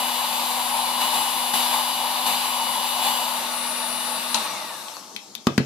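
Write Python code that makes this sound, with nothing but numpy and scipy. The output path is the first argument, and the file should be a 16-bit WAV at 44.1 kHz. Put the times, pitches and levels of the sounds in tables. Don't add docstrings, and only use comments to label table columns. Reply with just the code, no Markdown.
import sys
import numpy as np
from scipy import signal
from scipy.fft import rfft, irfft, next_fast_len
from scipy.io import wavfile
from scipy.ndimage import uniform_filter1d

SR = 44100
rng = np.random.default_rng(int(sys.argv[2]) if len(sys.argv) > 2 else 0)


def put_to_file(sound):
    columns = np.atleast_2d(sound).T
    safe = np.clip(columns, -1, 1)
    whole_steps = np.round(safe * 32767)
    wavfile.write(sys.argv[1], SR, whole_steps.astype(np.int16))


def amplitude_ratio(level_db):
    exponent = np.asarray(level_db, float) / 20
    return 10 ** exponent


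N = 249165

# (frequency [Hz], density [dB per Hz])
RUMBLE = [(18, -53), (30, -30), (91, -19), (125, -5), (173, -10), (195, 2.5), (265, -3), (347, -2),
          (500, -11.5), (650, -25), (1100, -120)]
ROOM_TONE = [(240, -40), (400, -10), (900, -7), (2300, -13), (4000, -7), (5500, -3), (6700, -5),
             (8200, -12), (14000, -21), (14700, -30)]
# (time [s], level [dB])
HISS = [
    (4.6, -63),
    (5.1, -46),
    (5.4, -51),
    (5.65, -45.5),
]
# (frequency [Hz], t60 [s])
WALLS = [(200, 0.06), (3000, 0.27), (6000, 0.058), (10000, 0.065)]
RUMBLE_DB, RUMBLE_AWAY = -50.5, 0.13

# (frequency [Hz], difference [dB])
LEAN = [
    [(60, -22), (200, 0), (380, 3.5), (690, 1.5), (1280, 7), (2360, -6), (4350, 5), (7000, -1.5), (8000, 43), (8400, 66)],
    [(60, -3), (200, 1), (380, -9), (690, 6.5), (1280, -2.5), (2360, 0), (4350, 7.5), (7000, 8), (7600, 10), (8000, 66)],
]
# (frequency [Hz], difference [dB])
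LINE_LEAN = [
    [(244, 1), (2000, -3), (2930, 4), (4800, 12), (7500, 16), (9800, 19), (11000, 38), (14500, 42)],
    [(244, 1), (2930, -5), (3700, 10), (7500, 12), (9800, 30), (14500, 36)],
]
# (frequency [Hz], likeness [0-1])
ALIKE = [(140, 0.36), (240, 0.87), (360, .5), (850, 1), (1200, 0.54), (1700, 0.1), (3200, 0.63),
         (5500, 0.2)]
# (frequency [Hz], lead of the left [rad])
LEAD = [(150, 0.3), (550, 0.27), (1200, 0.63), (1700, -1.46), (2400, -1.37), (3200, -0.44), (5000, -1.05),
        (7000, -2.4)]
# (time [s], lift [dB], rise [s], fall [s])
LIFTS = [(1.0, 4.5, 0.017, .07), (1.11, 3, 0.054, 0.1), (1.534, 6, 0.0052, 0.15), (1.71, 3, 0.034, 0.055),
         (2.255, 5.5, 0.014, .09), (2.39, 0.5, .03, 0.064), (3.01, 4.5, 0.059, 0.052),
         (4.344, 5.5, 0.0048, 0.16)]

# (time [s], turn [0 side-on, 1 turned])
TURN = [
    (0, 0),
    (3.15, 0),
    (3.6, 0.97),
    (5.65, 1),
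]
# (time [s], nearness [dB])
NEAR = [(0, 0.5), (.5, 0.5), (1.4, -0.5), (2.1, -.5), (2.7, -0.5), (3.3, 0), (3.9, 0.5), (4.3, 0), (4.7, 2),
        (4.95, 2.5), (5.2, -5)]
AWAY_S, AWAY_DB_PER_S = 4.9, 36

# (time [s], speed [revolutions per s])
SHAFT = [(0, 243.82), (.3, 243.89), (.45, 244.07), (.95, 244.07), (1.2, 244.22), (1.45, 243.96),
         (1.65, 244.03), (1.95, 244.28), (2.35, 244.29), (2.55, 244.02), (2.7, 243.57), (3.05, 243.9),
         (3.3, 243.65), (3.5, 243.3), (3.75, 243.41), (3.9, 243.58), (4.2, 243.68)]
OFF_S, DRAG_PER_S, IDLE_HZ = 4.335, 1.34, 8.5

# (time [s], blow [dB])
THUMPS = [
    (5.469, -9.5),
    (5.579, -12),
    (5.602, -16.5),
]
# (frequency [Hz], level [dB], t60 [s])
TABLE = [(137, -6.5, 0.31), (197, 0, 0.082), (236, 10.5, 0.056), (364, -2.5, 0.081), (600, -33, 0.017)]
# (time [s], peak [dB], ring [Hz], edge [dB], t60 [s])
TICKS = [(4.3445, -7.5, 4360, -12, 0.0073), (4.344, -14, 4560, -2, 0.016), (4.346, -11, 4600, -8, .012),
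         (4.884, -23, 2880, -24, 0.0095), (4.9678, -24, 816, 0, 0.0094), (5.163, -31, 4500, -13, 0.0054),
         (5.1632, -17.5, 2960, -2.5, 0.018), (5.352, -20, 10700, 4.5, 0.0091),
         (5.3512, -30.5, 980, 2, 0.0091), (5.4693, -9.5, 1060, -1, 0.027), (5.5788, -10, 1160, -0.5, 0.027)]
SPLIT_HZ = 1300

# (frequency [Hz], width [Hz], level [dB])
CASING = [(4300, 260, 0), (5250, 350, -1), (5850, 300, 0), (6500, 300, -2), (7700, 350, -3),
          (8500, 350, -4), (9500, 450, 0), (10600, 500, -5)]
# (frequency [Hz], width [Hz], level [dB])
TUBE = [(780, 70, 0), (1170, 120, 1)]
# (time [s], level [dB])
BLADES = [
    (4.34, -50),
    (4.5, -44),
    (4.75, -47),
    (5.0, -66),
]
COMB_DB, COMB_POWER, COMB_AWAY = -46, .45, .6
BARS_DB, HOOT_DB = 3, -54

# (order [per revolution], side-on [dB], turned [dB])
ORDERS = [(1, -45, -44), (6, -57, -53), (12, -34.5, -48), (15, -43, -44), (16, -43, -50), (19, -46, -49),
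          (20, -44, -51), (24, -51, -54), (25, -45, -49), (30, -46, -50), (31, -39.5, -49), (35, -53, -42),
          (36, -47, -58), (38, -45, -56), (39, -50, -41), (40, -34, -31), (41, -40, -38), (44, -48, -38),
          (45, -34, -39), (46, -40.5, -42), (47, -48, -54), (50, -41.5, -46), (51, -41, -52),
          (55, -39, -48), (56, -42.5, -45), (59, -40, -51)]
# (time [s], half width [s], order [per revolution], depth [dB])
NULLS = [(.45, .5, 12, 4), (2.2, .2, 12, 3), (3.42, .12, 12, 6), (3.36, .14, 45.5, 9), (3.47, .06, 40, 11),
         (4.23, .07, 40, 9), (3.93, .17, 51, 5), (.4, .25, 45.5, 3), (2.7, .25, 51, 4)]
FAINT_DB, FAINT_TURNED_DB, FAINT_SCATTER_DB = -52.5, -55, 2.5
WHINE_DB, WHINE_HOLD_S, WHINE_DB_PER_S = 2, 0.049, 300

# (frequency [Hz], density [dB per Hz])
BARREL = [
    [(240, -58), (400, -44), (448, -35), (477, -17), (618, -9), (670, -16), (723, -6), (873, 0), (1010, 0), (1280, -13.5), (1800, -32.5), (2340, -21), (3960, -120)],
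    [(240, -24), (400, -22), (454, -33), (474, -9.5), (514, -13.5), (633, -3.5), (741, -10.5), (884, 1), (1030, -8.5), (1110, -1), (1800, -23), (2340, -93), (3960, -120)],
]
JET = [
    [(880, -72), (1500, -9), (2310, -7.5), (2770, -4), (2860, -6.5), (3080, -6.5), (3550, -1.5), (4740, -7), (5140, -11), (6640, -18), (7500, -17.5), (9750, -75), (16500, -120)],
    [(880, -54), (1500, -7.5), (1840, -4), (2260, -7), (2840, -1), (3170, -10.5), (3620, 0.5), (5580, -11.5), (6050, -9), (6470, -21), (7500, -27), (9750, -29), (16500, -120)],
]
# (frequency [Hz], density [dB per Hz])
FIZZ = [(6300, -29), (7000, -4), (7500, -1.5), (9600, 1), (10150, -2), (10700, -1), (11600, -4.5),
        (12400, -5), (13050, 7), (13500, 0.5), (14050, 5.5), (14500, -8), (14650, -45), (15000, -120)]
FIZZ_TURNED = [(6300, -20), (7000, 1), (8500, -4), (10500, -0.5), (11500, -2.5), (13000, -6), (14500, -3),
               (15000, -120)]
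# (side-on [dB], turned [dB], exponent of rotor speed, share of the carried-off loss)
AIR = [
    (-28.5, -33.5, 1.7, 0.13),
    (-31.5, -34, 2.07, 1),
    (-40, -41.5, 1.15, 0.82),
]


def unit(x):
    return x / np.sqrt(np.mean(x ** 2) + 1e-20)


def along(points, hz):
    f, v = np.transpose(points)
    return np.interp(np.log(hz + 1), np.log(f + 1), v)


def curves(rows):
    s, *cols = np.transpose(rows)
    return [np.interp(np.arange(N) / SR, s, c) for c in cols]


def wobble(rate):
    knots = rng.standard_normal(int(N * rate / SR) + 4)
    return np.interp(np.arange(N) * rate / SR, np.arange(len(knots)), knots)


def filtered(x, response):
    m = next_fast_len(x.shape[-1] + 4096)
    spectrum = rfft(x, m) * response(np.fft.rfftfreq(m, 1 / SR))
    return irfft(spectrum, m)[..., :x.shape[-1]]


def sides(lean, hz):
    right = amplitude_ratio(-along(lean, hz))
    return np.array([2 / (1 + right), 2 * right / (1 + right)])


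def rush(spectrum, lean, patchy_db):
    z = signal.stft(rng.standard_normal((2, N)), nperseg=512)[2]
    field = uniform_filter1d(rng.standard_normal(z.shape[1:]), 5, 0)
    field = uniform_filter1d(field, 10, 1)
    pair = signal.istft(z * amplitude_ratio(patchy_db * unit(field)), nperseg=512)[1][:, :N]

    def mid_side(hz):
        angle = np.arccos(np.clip(along(ALIKE, hz), -1, 1)) / 2
        return amplitude_ratio(along(spectrum, hz)) * [np.cos(angle), np.sin(angle)]

    def ports(hz):
        return sides(lean, hz) * np.exp(np.outer([.5j, -.5j], along(LEAD, hz)))

    mid, side = filtered(pair, mid_side)
    both = filtered(np.array([mid + side, mid - side]), ports)
    return both / np.std(both.mean(0))


def shaft_turns():
    coast = np.exp(-DRAG_PER_S * np.maximum(np.arange(N) / SR - OFF_S, 0))
    speed = IDLE_HZ + (curves(SHAFT)[0] - IDLE_HZ) * coast
    return speed, 2 * np.pi * np.cumsum(speed) / SR


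def pose():
    speed, t = shaft_turns()[0], np.arange(N) / SR
    slow_db = 20 * np.log10(speed / curves(SHAFT)[0])
    away_db = -AWAY_DB_PER_S * np.maximum(t - AWAY_S, 0)
    return np.clip(curves(TURN)[0], 0, 1), curves(NEAR)[0], slow_db, away_db


def background():
    hiss_lean = [(400, 0), (4000, 3), (8000, 8), (14000, 12)]  # (Hz, left minus right dB)
    hiss = amplitude_ratio(curves(HISS)[0]) * rush(ROOM_TONE, hiss_lean, patchy_db=2.5)
    rumble_level = amplitude_ratio(RUMBLE_DB + RUMBLE_AWAY * pose()[3])
    return rumble_level * rush(RUMBLE, LEAN[0], patchy_db=2.5) + hiss


def room(x):
    hz, t, z = signal.stft(rng.standard_normal((2, SR // 2)), SR, nperseg=256)
    decay = amplitude_ratio(-60 * t / along(WALLS, hz)[:, None])
    tail = signal.istft(z * decay, SR, nperseg=256)[1]
    late = np.pad(x, (200, 0))[None]
    return signal.fftconvolve(late, tail / np.linalg.norm(tail[0]), axes=1)[:, :N]


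def thumps():
    out, t = np.zeros(N + SR), np.arange(SR // 2) / SR
    for s, db in THUMPS:
        ring = sum(amplitude_ratio(level + rng.normal(0, 1.8) - 60 * t / t60) * np.sin(2 * np.pi * hz * t)
                   for hz, level, t60 in TABLE)
        blur = unit(filtered(rng.standard_normal(len(t)), lambda f: (f > 90) / (1 + (f / 420) ** 3)))
        ring = ring + amplitude_ratio(-11.0 - 60 * t / 0.35) * blur
        onset = 1 - np.exp(-t / 0.00017)
        out[round((s + .001) * SR):][:len(t)] -= amplitude_ratio(db - 5) * ring * onset
    return out[:N]


def ticks():
    out, t = np.zeros(N + SR), np.arange(SR // 10) / SR

    def ring(f, hz, width):
        return (1j * f * width * hz / (hz * hz - f * f + 1j * f * width * hz)) ** 2

    for s, db, hz, edge_db, t60 in TICKS:
        burst = rng.standard_normal((2, len(t))) * amplitude_ratio(-60 * t / max(t60, .003))
        burst[:, 0] = 3
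        body = filtered(burst[0], lambda f: ring(f, hz, .8))
        edge = filtered(burst[1], lambda f: ring(f, 3900, 1.1) + .1 * ring(f, 11000, 1.2))
        snap = body / abs(body).max() + amplitude_ratio(edge_db) * edge / abs(edge).max()
        out[round(s * SR):][:len(t)] += amplitude_ratio(db) * snap
    return out[:N]


def contacts():
    snaps, other, blows = ticks(), ticks(), thumps()

    def low(f):
        return 1 / (1 + (f / SPLIT_HZ) ** 4)

    right = filtered(snaps, low) + filtered(other, lambda f: 1.53 * (1 - low(f)))
    direct = np.array([snaps, right])
    near = 0.88 * direct + amplitude_ratio(-10) * room(snaps) + amplitude_ratio(-10.5) * room(blows)
    lean = [(1000, 1.5), (4000, 10.5), (8000, 12), (14000, 23)]  # (Hz, left minus right dB)
    return filtered(near, lambda f: sides(lean, f)) + blows


def resonances(f, peaks):
    return sum((-1) ** k * amplitude_ratio(db) * 1j * f * w / (c * c - f * f + 1j * f * w)
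               for k, (c, w, db) in enumerate(peaks))


def coasting():
    start = round(OFF_S * SR)
    speed, turns = (v[start:] for v in shaft_turns())
    slow_db, away_db = pose()[2:]
    drag = np.zeros(N)
    for order in range(19, 77):
        bar_db = (BARS_DB, -3, -11, -11, -5)[order % 5]
        strength_db = bar_db + 4 * wobble(20)[start:] - .06 * order
        line = np.sin(order * turns + rng.uniform(0, 2 * np.pi))
        drag[start:] += amplitude_ratio(strength_db) * line * (order * speed < 14000)

    def shell(f):
        response = resonances(f, CASING)
        return response * np.sqrt(abs(response))

    level = amplitude_ratio(COMB_DB + COMB_POWER * slow_db + COMB_AWAY * away_db)
    lean = [(2000, 9), (5000, 11), (8000, 29), (11000, 77)]  # (Hz, left minus right dB)
    out = filtered(filtered(level * drag, shell), lambda f: sides(lean, f))
    blades = amplitude_ratio(curves(BLADES)[0] + 1.3 * wobble(30))[start:] * np.sin(12 * turns)
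    hoot = filtered(amplitude_ratio(HOOT_DB) * np.sin(10 * turns), lambda f: resonances(f, TUBE))
    out[:, start:] += blades + hoot
    return out


def motor():
    end = round((OFF_S + .3) * SR)
    t, turns = np.arange(end) / SR, shaft_turns()[1][:end]
    turned, near_db = (v[:end] for v in pose()[:2])
    faint = FAINT_SCATTER_DB * rng.standard_normal((60, 2)) + [FAINT_DB, FAINT_TURNED_DB]
    lines = {order: faint[order] for order in range(26, 59)}
    lines.update({order: db for order, *db in ORDERS})
    out = np.zeros((2, N))
    for order, db in lines.items():
        hz = order * SHAFT[0][1]
        side_on_db, turned_db = [[db[k], db[k] - along(LINE_LEAN[k], hz)] for k in range(2)]
        depth_db = 1.6 if order > 1 else 1
        flicker_db = depth_db * (wobble(4) + .8 * wobble(35))[:end] - 1.5
        for s, width, centre, depth in NULLS:
            if abs(order - centre) < 1.2:
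                flicker_db -= depth * np.exp(-((t - s) / width) ** 2)
        cut_db = WHINE_DB_PER_S * np.maximum(t - OFF_S - WHINE_HOLD_S * (order == 1), 0)
        level_db = np.outer(side_on_db, 1 - turned) + np.outer(turned_db, turned) + flicker_db - cut_db
        phase = rng.uniform(0, 2 * np.pi) + np.array([[0], [-along(LEAD, hz)]])
        out[:, :end] += amplitude_ratio(level_db) * np.sin(order * turns + phase)
    out[:, :end] *= np.sqrt(2) * amplitude_ratio(WHINE_DB + near_db)
    return out


def air():
    turned, near_db, slow_db, away_db = pose()
    barrel, jet, fizz = (amplitude_ratio(side_on + (facing - side_on) * turned + near_db + power * slow_db + share * away_db)
                         for side_on, facing, power, share in AIR)

    def posed(spectra, patchy_db):
        return sum(np.sqrt(weight) * rush(spectrum, lean, patchy_db)
                   for weight, spectrum, lean in zip((1 - turned, turned), spectra, LEAN))

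    roar = barrel * amplitude_ratio(0.9 * wobble(20)) * posed(BARREL, patchy_db=0.5)
    hiss = jet * posed(JET, patchy_db=1.2)
    return roar + hiss + fizz * posed((FIZZ, FIZZ_TURNED), patchy_db=2.4)


def scene():
    return background() + contacts() + coasting() + motor() + air()


def gain_control():
    t = np.arange(N) / SR
    return amplitude_ratio(sum(db * np.clip((t - s) / rise, 0, 1) * np.exp(-np.maximum(t - s - rise, 0) / fall)
                   for s, db, rise, fall in LIFTS))


def top_cut(x):
    return signal.sosfilt(signal.butter(12, 15380, fs=SR, output="sos"), x)


def record(dry):
    def microphone(f):
        return (1j * f / 70 / (1 + 1j * f / 70)) ** 3 * (f < 14800)

    return top_cut(filtered(dry * gain_control(), microphone))


dry = scene()
out = record(dry)
put_to_file(out)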